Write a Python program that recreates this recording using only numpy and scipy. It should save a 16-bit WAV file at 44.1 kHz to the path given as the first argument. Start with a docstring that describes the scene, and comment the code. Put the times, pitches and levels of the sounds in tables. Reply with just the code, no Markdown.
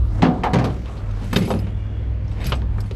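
"""Camp chair into a pickup

A folding camp chair is lifted into a pickup beside its idling engine, heard almost in mono.
Legs bang the sheet metal (cracks, ringing modes, rattle; one ring-on drawn as a gliding sine).
Steel tubes clink and jingle (ringing modes), fabric and feet scrape (grainy noise), narrow noise whistles.
The engine is a wandering hum over noise bands, with a bed of rumble and distant hiss around it."""
import sys
import numpy as np
from scipy import signal
from scipy.io import wavfile
from scipy.ndimage import uniform_filter1d

SR = 44100
rng = np.random.default_rng(int(sys.argv[2]) if len(sys.argv) > 2 else 0)


def inscribe(sig):
    """Save sig as 16-bit PCM at rate SR to the path in sys.argv[1].

    A 1-D sig is mono; a 2-D sig holds one channel per row.
    Samples are clipped to [-1, 1] before scaling.
    """
    pcm = np.round(np.clip(np.atleast_2d(sig).T, -1, 1) * 32767)
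    wavfile.write(sys.argv[1], SR, pcm.astype(np.int16))


N = 130095


def undb(db):
    """Turn decibels into an amplitude factor."""
    return 10 ** (np.asarray(db) / 20)


def unit(x):
    """Scale to an RMS of one."""
    return x / np.sqrt(np.mean(x ** 2))


def decay(t, t60):
    """Exponential fade that has fallen 60 dB after t60 seconds."""
    return np.exp(-np.log(1000) * t / t60)


def curve(table, axis):
    """Draw straight lines through one column of a table whose first column is time."""
    table = np.array(table)
    return np.interp(np.arange(N) / SR, table[:, 0], table[:, axis])


def on_log(hz, points_hz, values):
    """Interpolate values along a logarithmic frequency axis."""
    return np.interp(np.log(hz), np.log(points_hz), values)


def band(x, hz, width):
    """Band-pass of the given centre and width, its top edge kept below the Nyquist limit."""
    edges = [hz - width / 2, min(hz + width / 2, .45 * SR)]
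    return signal.sosfilt(signal.butter(2, edges, "band", fs=SR, output="sos"), x)


def walk(rate):
    """Random levels held 1 / rate s and slewed twice."""
    hold = int(SR / rate)
    steps = np.repeat(rng.standard_normal(N // hold + 1), hold)
    return 1.267 * uniform_filter1d(uniform_filter1d(steps, hold), hold)[:N]


def add(out, s, x):
    """Mix x into out from s seconds on, cutting it at the end."""
    i = int(s * SR)
    out[i:i + len(x)] += x[:N - i]


def ring(t, hz, db, t60, phase):
    """Struck metal as a sum of fading sines, one per mode."""
    sines = np.sin(2 * np.pi * hz[:, None] * t + phase[:, None])
    return (undb(db)[:, None] * decay(t, t60[:, None]) * sines).sum(0)


# Engine levels over time. Each row: time in seconds, then relative levels of
# the hum, the throb and the rumble in dB.
ENGINE_LEVELS = [(0.0, -31, -15.5, -36.5), (0.18, -20.5, -22.5, -33.5), (0.29, -32.5, -30, -19),
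                 (0.47, -38, -27.5, -31.5), (0.66, -28, -28, -24), (0.83, -38.5, -30, -37),
                 (1.03, -29, -25, -47.5), (1.22, -30.5, -26.5, -42.5), (1.33, -26, -22.5, -32),
                 (1.37, -40, -26.5, -49.5), (1.41, -22, -27.5, -24), (1.49, -30.5, -27, -32),
                 (1.56, -23.5, -27, -24), (1.67, -29, -25.5, -39), (1.96, -27, -23.5, -60),
                 (2.23, -24.5, -23.5, -45), (2.61, -27, -20, -34), (2.71, -31, -20, -37.5),
                 (2.81, -24.5, -22.5, -41), (2.95, -27.5, -23.5, -38)]
# Hum overtones. Each row: multiple of the hum pitch, relative level in dB.
HUM_OVERTONES = [(1, -0.5), (2, -20), (3, -27.5)]
# Throb noise bands. Each row: centre in Hz, width in Hz, relative level in dB.
THROB_BANDS = [(30, 12, -26.5), (44.11, 3.64, -3.5), (62.26, 2.795, -0.5), (53, 105.4, -13.5),
               (77.3, 35.9, -9.5)]
HUM_HZ, HUM_WANDER = 101.65, 0.00364  # mean pitch, wander as a fraction of it


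def engine():
    """An exhaust hum with overtones, slightly wandering in pitch, over an unsteady low throb and a rumble."""
    phase = 2 * np.pi * np.cumsum(HUM_HZ * (1 + HUM_WANDER * walk(5.81))) / SR
    hum = 0
    for multiple, db in HUM_OVERTONES:
        hum = hum + undb(db + 1.93 * walk(11.09)) * np.sqrt(2) * np.sin(multiple * phase)
    throb = 0
    for hz, width, db in THROB_BANDS:
        # the first second is dropped so that narrow bands have built up
        throb = throb + undb(db) * unit(band(rng.standard_normal(N + SR), hz, width)[SR:])
    rumble = unit(band(rng.standard_normal(N), 174.6, 133.6))
    hum = hum * undb(curve(ENGINE_LEVELS, axis=1))
    throb = unit(throb) * undb(curve(ENGINE_LEVELS, axis=2))
    return hum + throb + rumble * undb(curve(ENGINE_LEVELS, axis=3))


# Spectrum of the background. Each row: frequency in Hz, relative density in dB per Hz.
STREET_SPECTRUM = [(76, -33), (130, 2), (231, -16.5), (305, -4.5), (337, -29), (388, -3.5), (600, -21),
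                   (676, -25), (1720, -25), (15000, -69)]
STREET_DB = -38  # level of the whole bed


def street():
    """Engine rumble and distant hiss as noise in half-octave steps whose levels flicker a little."""
    out = 0
    for hz in 130 * 2 ** np.arange(0, 7, .5):
        density_db = on_log(hz, *np.array(STREET_SPECTRUM).T)
        # a wider band holds more power
        db = density_db + 10 * np.log10(hz) + 1.975 * walk(5.675)
        out = out + undb(db) * unit(band(rng.standard_normal(N), hz, hz / 3))
    return unit(out) * undb(STREET_DB)


# Scrape of fabric and feet. Each row: time in seconds, relative level in dB, tilt in dB per octave,
# resonance in Hz, relative level of the resonance in dB, level of the loose tubes jingling in dB.
SCRAPE_MOVES = [(0, -56.5, -3, 1205, 3, -84.5), (.26, -45.5, -8, 1192, -16, -91.5),
                (.46, -51, -7.5, 1104, 5.5, -93.5), (.67, -42, -7.5, 1100, -4.5, -90),
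                (.82, -57.5, 0, 1005, -13.5, -95), (.87, -48, -5.5, 1141, 3.5, -95),
                (1.12, -53, -4.5, 1210, -2, -90), (1.25, -46.5, -4, 1318, -20, -62),
                (1.32, -46.5, -2, 1484, -13, -48.5), (1.39, -40.5, -5, 2000, -3.5, -44.5),
                (1.5, -46.5, 1, 2364, -6.5, -54), (1.61, -50, -4.5, 2778, -5.5, -58.5),
                (1.75, -56.5, -5, 3400, -4.5, -95.5), (2.08, -61, -7.5, 3316, 0.5, -103),
                (2.2, -64.5, -7.5, 2689, -5, -100), (2.36, -51.5, -5, 2625, -35.5, -74),
                (2.41, -45, -5, 2500, -5, -44), (2.47, -39.5, -1.5, 2506, -8.5, -46),
                (2.55, -45, -3.5, 2489, -4.5, -70), (2.65, -60, -5.5, 2480, -16, -91),
                (2.82, -50.5, -4, 2300, -18.5, -86.5), (2.95, -61, -0.5, 2340, -12, -90)]
GRAINS_PER_S, GRAIN_DB = 700, 2  # density, spread of grain sizes
LOW_HZ, BODY_HZ, DULL_HZ = 449.8, 744, 10650  # band grid base, tilt flat below, dulled above
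RESONANCE_WIDTH_HZ = 254


def scrape():
    """Dense uneven grains, brighter or duller as the tilt moves, with one moving resonance."""
    size = undb(GRAIN_DB * np.minimum(rng.exponential(size=N), 2))
    grains = size * (rng.random(N) < GRAINS_PER_S / SR)
    roughness = unit(signal.lfilter([1], [1, -.985], grains))
    grit = rng.standard_normal(N) * (2.4 + roughness)
    body, tilt = 0, curve(SCRAPE_MOVES, axis=2)
    for k, hz in enumerate(LOW_HZ * 2 ** np.arange(-1, 5.5, .5)):
        dull_db = -10 * np.log10(1 + (hz / DULL_HZ) ** 6)
        db = tilt * np.log2(max(hz, BODY_HZ) / 2500) + dull_db + 2.91 * walk(15.817)
        # neighbouring bands alternate in sign
        body = body + (-1) ** k * undb(db) * unit(band(grit, hz, hz / 3))
    # low-passed grit on a gliding carrier makes the moving resonance
    carrier = np.sin(2 * np.pi * np.cumsum(curve(SCRAPE_MOVES, axis=3)) / SR)
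    slow_grit = signal.lfilter(*signal.butter(2, RESONANCE_WIDTH_HZ / 2, fs=SR), grit)
    resonance = unit(slow_grit * carrier) * undb(curve(SCRAPE_MOVES, axis=4))
    return (0.3043 * body + resonance) * undb(curve(SCRAPE_MOVES, axis=1))


# Steel tube modes. Each row: frequency in Hz, relative level in dB,
# undamped t60 in seconds (each player below scales it).
TUBE_MODES = [(2150, -7, .03), (2580, -3, .035), (3120, -6, .03), (3690, -5, .04), (4330, -6, .04),
              (4900, -4, .045), (5400, -7, .04), (6300, -5, .04), (7930, -1, .09), (9780, -3, .08),
              (10200, -12, .3), (10500, -5, .09), (11650, -2, .09), (12300, -3, .07)]
JINGLE_TILT_DB = -12  # per octave, around 5 kHz
JINGLE_DAMPED, JINGLE_TAPS_PER_S = .7, 700  # factor on t60, tap density


def jingle():
    """Loose tubes keep touching: dense tiny contacts ring the tube modes as two-pole resonators."""
    taps = rng.standard_normal(N) * (rng.random(N) < JINGLE_TAPS_PER_S / SR)
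    out = 0
    for hz, db, t60 in TUBE_MODES:
        radius = decay(1 / SR, t60 * JINGLE_DAMPED)
        poles = [1, -2 * radius * np.cos(2 * np.pi * hz / SR), radius * radius]
        tone = unit(signal.lfilter([1], poles, taps))
        out = out + undb(db + JINGLE_TILT_DB * np.log2(hz / 5000) + 6.3 * walk(44)) * tone
    return unit(out) * undb(curve(SCRAPE_MOVES, axis=5))


# Blows of the chair on the truck. Each row: start in seconds, relative crack peak in dB, seven relative
# levels of the blow in dB at the centres below, ring-time factor, place from 0 side wall to 1 bed.
BLOWS = [(0.2212, -4, -19, 2, -13.5, -15.5, -25, -22, -44, 0.777, 0.106),
         (0.229, -12, -14, -26, -12, -16.5, -20.5, -49.5, -54, 0.928, 0.085),
         (0.435, -9, -41, -38, -17.5, -16.5, -18, -32.5, -41.5, 0.641, 0.11),
         (0.461, -40.5, -38.5, -33.5, -38.5, -21, -43, -59.5, -72.5, 1, 0.02),
         (0.534, -26.5, -10.5, -3.5, -15.5, -19, -21.5, -29, -34.5, 0.711, 0.529),
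         (0.554, -30.5, -2, -17, -39, -29, -37, -47.5, -56, 0.877, 0.665),
         (0.5855, -14.5, -11.5, -35.5, -16, -29, -29.5, -40, -44, 1, 0.305),
         (0.642, -17.5, -25.5, -16, -24.5, -27.5, -33, -28.5, -39.5, 0.504, 0.696),
         (0.702, -27.5, -3.5, -39.5, -37.5, -57, -50, -38.5, -60, 0.238, 0.627),
         (0.968, -29, -52.5, -51.5, -45.5, -42, -65, -41.5, -69.5, 1, 0.58),
         (1.219, -36, -54.5, -20, -38.5, -46, -42, -48.5, -69, 0.55, 0.74),
         (1.329, -15, -21, -10, -19.5, -23.5, -20, -29, -49.5, 0.305, 0.69),
         (1.362, -1, -8.5, -6.5, -10.5, -26.5, -17.5, -21.5, -29, 0.443, 0.896),
         (1.416, -28, -11.5, -17, -24.5, -45, -37, -38.5, -55, 0.944, 0.495),
         (1.477, -24, -16.5, -24, -23.5, -30.5, -55, -47, -48.5, 0.58, 1),
         (1.503, -31, -30, -57, -11, -19.5, -27, -39.5, -47, 0.442, 0.553),
         (1.539, -13.5, -16, -16.5, -26.5, -47.5, -45.5, -47.5, -59.5, 0.85, 0.778),
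         (1.668, -50, -46, -50, -46, -47, -39, -48.5, -72, 0.556, 0.55),
         (2.458, -28, -7.5, -20, -27.5, -43.5, -61.5, -30, -49.5, 0.292, 0.6),
         (2.52, -21.5, -9.5, -51, -16.5, -23, -19.5, -18.5, -56.5, 0.313, 0.864),
         (2.541, -23, -24.5, -57, -29, -39.5, -52, -56, -59, 0.62, 0.57),
         (2.619, -20, -22, -33.5, -40.5, -46.5, -47, -70, -70, 0.67, 0.94),
         (2.783, -30.5, -13.5, -53, -27.5, -37.5, -30, -53.5, -57.5, 0.252, 0.65),
         (2.84, -29.5, -35, -25.5, -44.5, -47.5, -43.5, -58, -63, 0.57, 0.424),
         (2.911, -15.5, -43, -32.5, -17.5, -45.5, -39, -38.5, -47, 0.238, 0.47)]
# Centres of the seven blow bands [Hz].
BLOW_HZ = [128, 205, 410, 850, 1700, 3500, 7700]
# Truck modes. Each row: frequency in Hz, relative dB struck on the side wall,
# relative dB struck on the bed, t60 in seconds before the ring-time factor.
TRUCK_MODES = [(124.36, -11, 0.5, 0.397), (171.45, 6.5, -5, 0.528), (189.2, -16, 0.5, 0.688),
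               (228.2, -15, 7, 0.322), (255, -1, -17, 0.722), (301.75, -10.5, -5, 0.574),
               (398.5, -2, 6.5, 0.1873), (505.2, -7.5, -2.5, 0.402), (575.8, -13.5, -7, 0.437),
               (736.2, 0, -8.5, 0.616), (801.3, 0, -4.5, 0.33), (939.8, 3.5, 7, 0.182),
               (1060, -13.5, -0.5, 0.254), (1214, -7, -0.5, 0.421)]
# Rattle after a blow. Each row: frequency in Hz, t60 in seconds before the ring-time factor.
RATTLE_FADES = [(128, 0.222), (410, 0.652), (850, 0.402), (1700, 0.22), (3500, 0.267), (7700, 0.117),
                (14000, 0.031)]
MODES_DB, SCATTER_DB, CONTACT_S = -5, 1.5, 0.002  # mode gain, spread per mode, onset time constant
RATTLE_DB, ROUGH_DB, RISE_S = -5, 1.5, 0.000667  # rattle gain, lumpiness, onset time constant
RATTLE_LOW_HZ = 1300  # the rattle thins out below this
SECOND_FADE_DB, SECOND_FADE_RATIO = -16.5, 0.733  # second part of the rattle: level, t60 ratio
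CRACK_DB, CRACK_S = -14.5, 0.000562  # crack gain, time to its peak


def bangs():
    """Each blow cracks, rings the truck modes and shakes out a rattle that dies fastest in the top treble."""
    out, t = np.zeros(N), np.arange(SR // 2) / SR
    hz, wall_db, bed_db, t60 = np.array(TRUCK_MODES).T
    bands = 128 * 2 ** np.arange(0, 7, .5)
    # uneven small contacts make the rattle lumpy
    lumps = undb(ROUGH_DB * np.pad(walk(250), (0, SR), "wrap"))
    noise = np.array([unit(band(rng.standard_normal(N + SR) * lumps, f, f / 3)) for f in bands])
    crack_noise = unit(band(band(rng.standard_normal(N + SR), 1957, 1670), 3190, 6360))
    rattle_t60 = on_log(bands, *np.array(RATTLE_FADES).T)[:, None]
    thinning = np.hypot(1, RATTLE_LOW_HZ / bands)[:, None]
    chance = rng.standard_normal((len(BLOWS), 3, len(hz)))
    for (s, crack_db, *blow, ringing, place), (detune, scatter, phase) in zip(BLOWS, chance):
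        ringing, place, i = max(ringing, .1), np.clip(place, 0, 1), int(s * SR)
        place_db = wall_db + place * (bed_db - wall_db)
        db = place_db + on_log(hz, BLOW_HZ, blow) + SCATTER_DB * scatter
        modes = ring(t, hz * (1 + 0.00394 * detune), db, t60 * ringing, .5 * phase)
        # the blow falls 14 dB further by 15 kHz
        band_db = on_log(bands, BLOW_HZ + [15000], blow + [blow[-1] - 14])
        gains = undb(band_db)[:, None] / thinning
        fade = decay(t, rattle_t60 * ringing)
        fades = fade + undb(SECOND_FADE_DB) * fade ** (1 / SECOND_FADE_RATIO)
        rattle = (gains * fades * noise[:, i:i + len(t)]).sum(0)
        crack = np.e * t / CRACK_S * np.exp(-t / CRACK_S) * crack_noise[i:i + len(t)]
        hit = undb(MODES_DB) * modes * (1 - np.exp(-t / CONTACT_S))
        hit = hit + undb(RATTLE_DB) * rattle * (1 - np.exp(-t / RISE_S))
        add(out, s, hit + undb(crack_db + CRACK_DB) * crack)
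    return out


# Tube clinks. Each row: start in seconds, relative tick peak in dB, five relative ring levels in dB
# at the frequencies below, ring-time factor.
CLINK_HITS = [(0.4388, -35, -35.5, -49, -59, -68, -47.5, 1.5),
              (0.4928, -40, -59, -57, -58.5, -66.5, -68.5, 0.4),
              (0.6416, -36, -33.5, -57, -49, -51.5, -49.5, 1.3),
              (0.8587, -38.5, -30.5, -53.5, -64, -70, -72, 0.35),
              (0.882, -46, -32.5, -53, -62.5, -69.5, -72, 0.35),
              (1.1107, -50.5, -37.5, -46, -60.5, -63, -67, 0.76),
              (1.243, -27.5, -38, -49.5, -51, -53.5, -55.5, 0.79),
              (1.3304, -17.5, -35, -25, -30.5, -38.5, -32.5, 0.7),
              (1.3436, -27, -26, -29, -51.5, -46.5, -43, 0.82),
              (1.3597, -17, -12, -16.5, -43.5, -42, -29.5, 0.7),
              (1.371, -15.5, -36, -38.5, -45.5, -40.5, -28.5, 0.61),
              (1.3837, -22, -43, -37.5, -42.5, -45, -39, 1.2),
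              (1.4096, -36.5, -28.5, -43, -56.5, -49, -51, 0.64),
              (1.4249, -39.5, -46, -34, -53.5, -42, -51.5, 0.8),
              (1.451, -28.5, -37, -29, -45, -38, -50.5, 1.1),
              (1.4837, -40.5, -49.5, -49, -51, -48.5, -39.5, 1.1),
              (1.5035, -36, -32.5, -34, -37, -43.5, -47.5, 0.7),
              (1.5144, -23, -26, -38.5, -49, -42.5, -46.5, 1.1),
              (1.545, -44.5, -46, -52, -60, -50, -52, 0.9), (1.59, -31, -40.5, -42.5, -49.5, -51.5, -44, 1),
              (2.2428, -67.5, -63.5, -44.5, -77.5, -80.5, -81.5, 0.59),
              (2.2804, -52, -52.5, -37, -69.5, -84, -87.5, 0.4),
              (2.294, -43.5, -45, -60, -64, -80, -84, 0.3), (2.3149, -38, -31.5, -58.5, -46, -69, -67, 0.4),
              (2.405, -42.5, -35, -40, -54, -60.5, -65, 0.5),
              (2.4436, -18.5, -24, -28.5, -48, -51.5, -53.5, 0.5),
              (2.4554, -32.5, -41.5, -16, -44, -43, -47.5, 0.5),
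              (2.467, -15.5, -26.5, -16.5, -33, -36, -23.5, 0.51),
              (2.4954, -23, -32.5, -33.5, -48.5, -36, -36, 0.5),
              (2.553, -42, -48.5, -43, -41, -54.5, -63, 1), (2.8043, -22, -45, -29.5, -52, -51, -52, 0.66),
              (2.859, -43, -50, -51.5, -66, -57.5, -68, 1)]
# Frequencies of the five ring levels [Hz].
CLINK_RING_HZ = [3620, 5060, 8200, 10100, 12830]
TUBE_DB, TUBE_SCATTER_DB, TUBE_SPREAD = -6, 5, 0.0081  # ring gain, spread per mode, relative detune
TICK_DB, TICK_T60_S = -19, 0.0453
CHATTER_S = 0.0034  # mean spacing of the contacts


def clinks():
    """Tube on tube: a noise tick with four quick contacts, each ringing slightly different tubes."""
    out, t = np.zeros(N), np.arange(SR // 5) / SR
    hz, mode_db, t60 = np.array(TUBE_MODES).T
    # four contacts per clink, three random values per mode
    chance = rng.standard_normal((len(CLINK_HITS), 4, 3, len(hz)))
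    hiss = unit(band(rng.standard_normal(N + SR), 4700, 9300))
    for (s, tick_db, *rings, ringing), contacts in zip(CLINK_HITS, chance):
        tick = hiss[int(s * SR):][:len(t)] * decay(t, TICK_T60_S)
        add(out, s, undb(tick_db + TICK_DB) * tick)
        for k, (detune, scatter, phase) in enumerate(contacts):
            # each further contact is weaker
            db = TUBE_DB + mode_db + on_log(hz, CLINK_RING_HZ, rings) + TUBE_SCATTER_DB * scatter - 3.76 * k
            tone = ring(t, hz * (1 + TUBE_SPREAD * detune), db, t60 * max(ringing, .1), phase)
            delay = CHATTER_S * k * (1 + .3 * np.tanh(phase[0]))
            add(out, s + delay, tone * np.minimum(t / 0.000397, 1))
    return out


# Truck modes ringing on after the knock. One row: start in seconds, length in seconds,
# first frequency of the glide in Hz, last frequency in Hz, relative peak level in dB.
RING_ON = (.442, .056, 980, 715, -16)


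def ring_on():
    """Truck modes ringing on after the knock, the higher giving way to the lower, drawn as one gliding sine."""
    out = np.zeros(N)
    s, length, first_hz, last_hz, db = RING_ON
    n = int(length * SR)
    glide = np.sin(2 * np.pi * np.cumsum(np.geomspace(first_hz, last_hz, n)) / SR)
    add(out, s, undb(db) * np.hanning(n) * glide)
    return out


# Faint thin whistles. Each row: start in seconds, length in seconds, pitch in Hz, relative level in dB.
WHISTLE_TONES = [(1.6, .5, 2850, -61), (1.76, .12, 2330, -60), (1.97, .08, 2100, -59)]
WHISTLE_WIDTH_HZ = 70


def whistles():
    """Breathy tones: narrow bands of noise that swell and fade."""
    out = np.zeros(N)
    for s, length, hz, db in WHISTLE_TONES:
        n = int(length * SR)
        breath = unit(band(rng.standard_normal(SR), hz, WHISTLE_WIDTH_HZ))[-n:]
        add(out, s, undb(db) * np.sqrt(np.hanning(n)) * breath)
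    return out


SIDE_HZ, SIDE_DB, RIGHT_DB = 10300, -3, -18  # side high-pass, its flicker, its steady lean to the right


def scene():
    """Mix all sources to the middle and let the top treble flicker between left and right."""
    mid = bangs() + clinks() + scrape() + jingle() + whistles() + ring_on() + engine() + street()
    high = signal.butter(2, SIDE_HZ, "high", fs=SR, output="sos")
    side = signal.sosfiltfilt(high, mid) * (undb(SIDE_DB) * walk(150) - undb(RIGHT_DB))
    return np.array([mid + side, mid - side])


TOP_HZ = 15100


def record(dry):
    """The recorder rounds the loudest peaks and cuts the top."""
    cut = signal.ellip(10, .2, 70, TOP_HZ, fs=SR, output="sos")
    return signal.sosfilt(cut, np.tanh(0.7867 * dry) / 0.8426)


dry = scene()
out = record(dry)
inscribe(out)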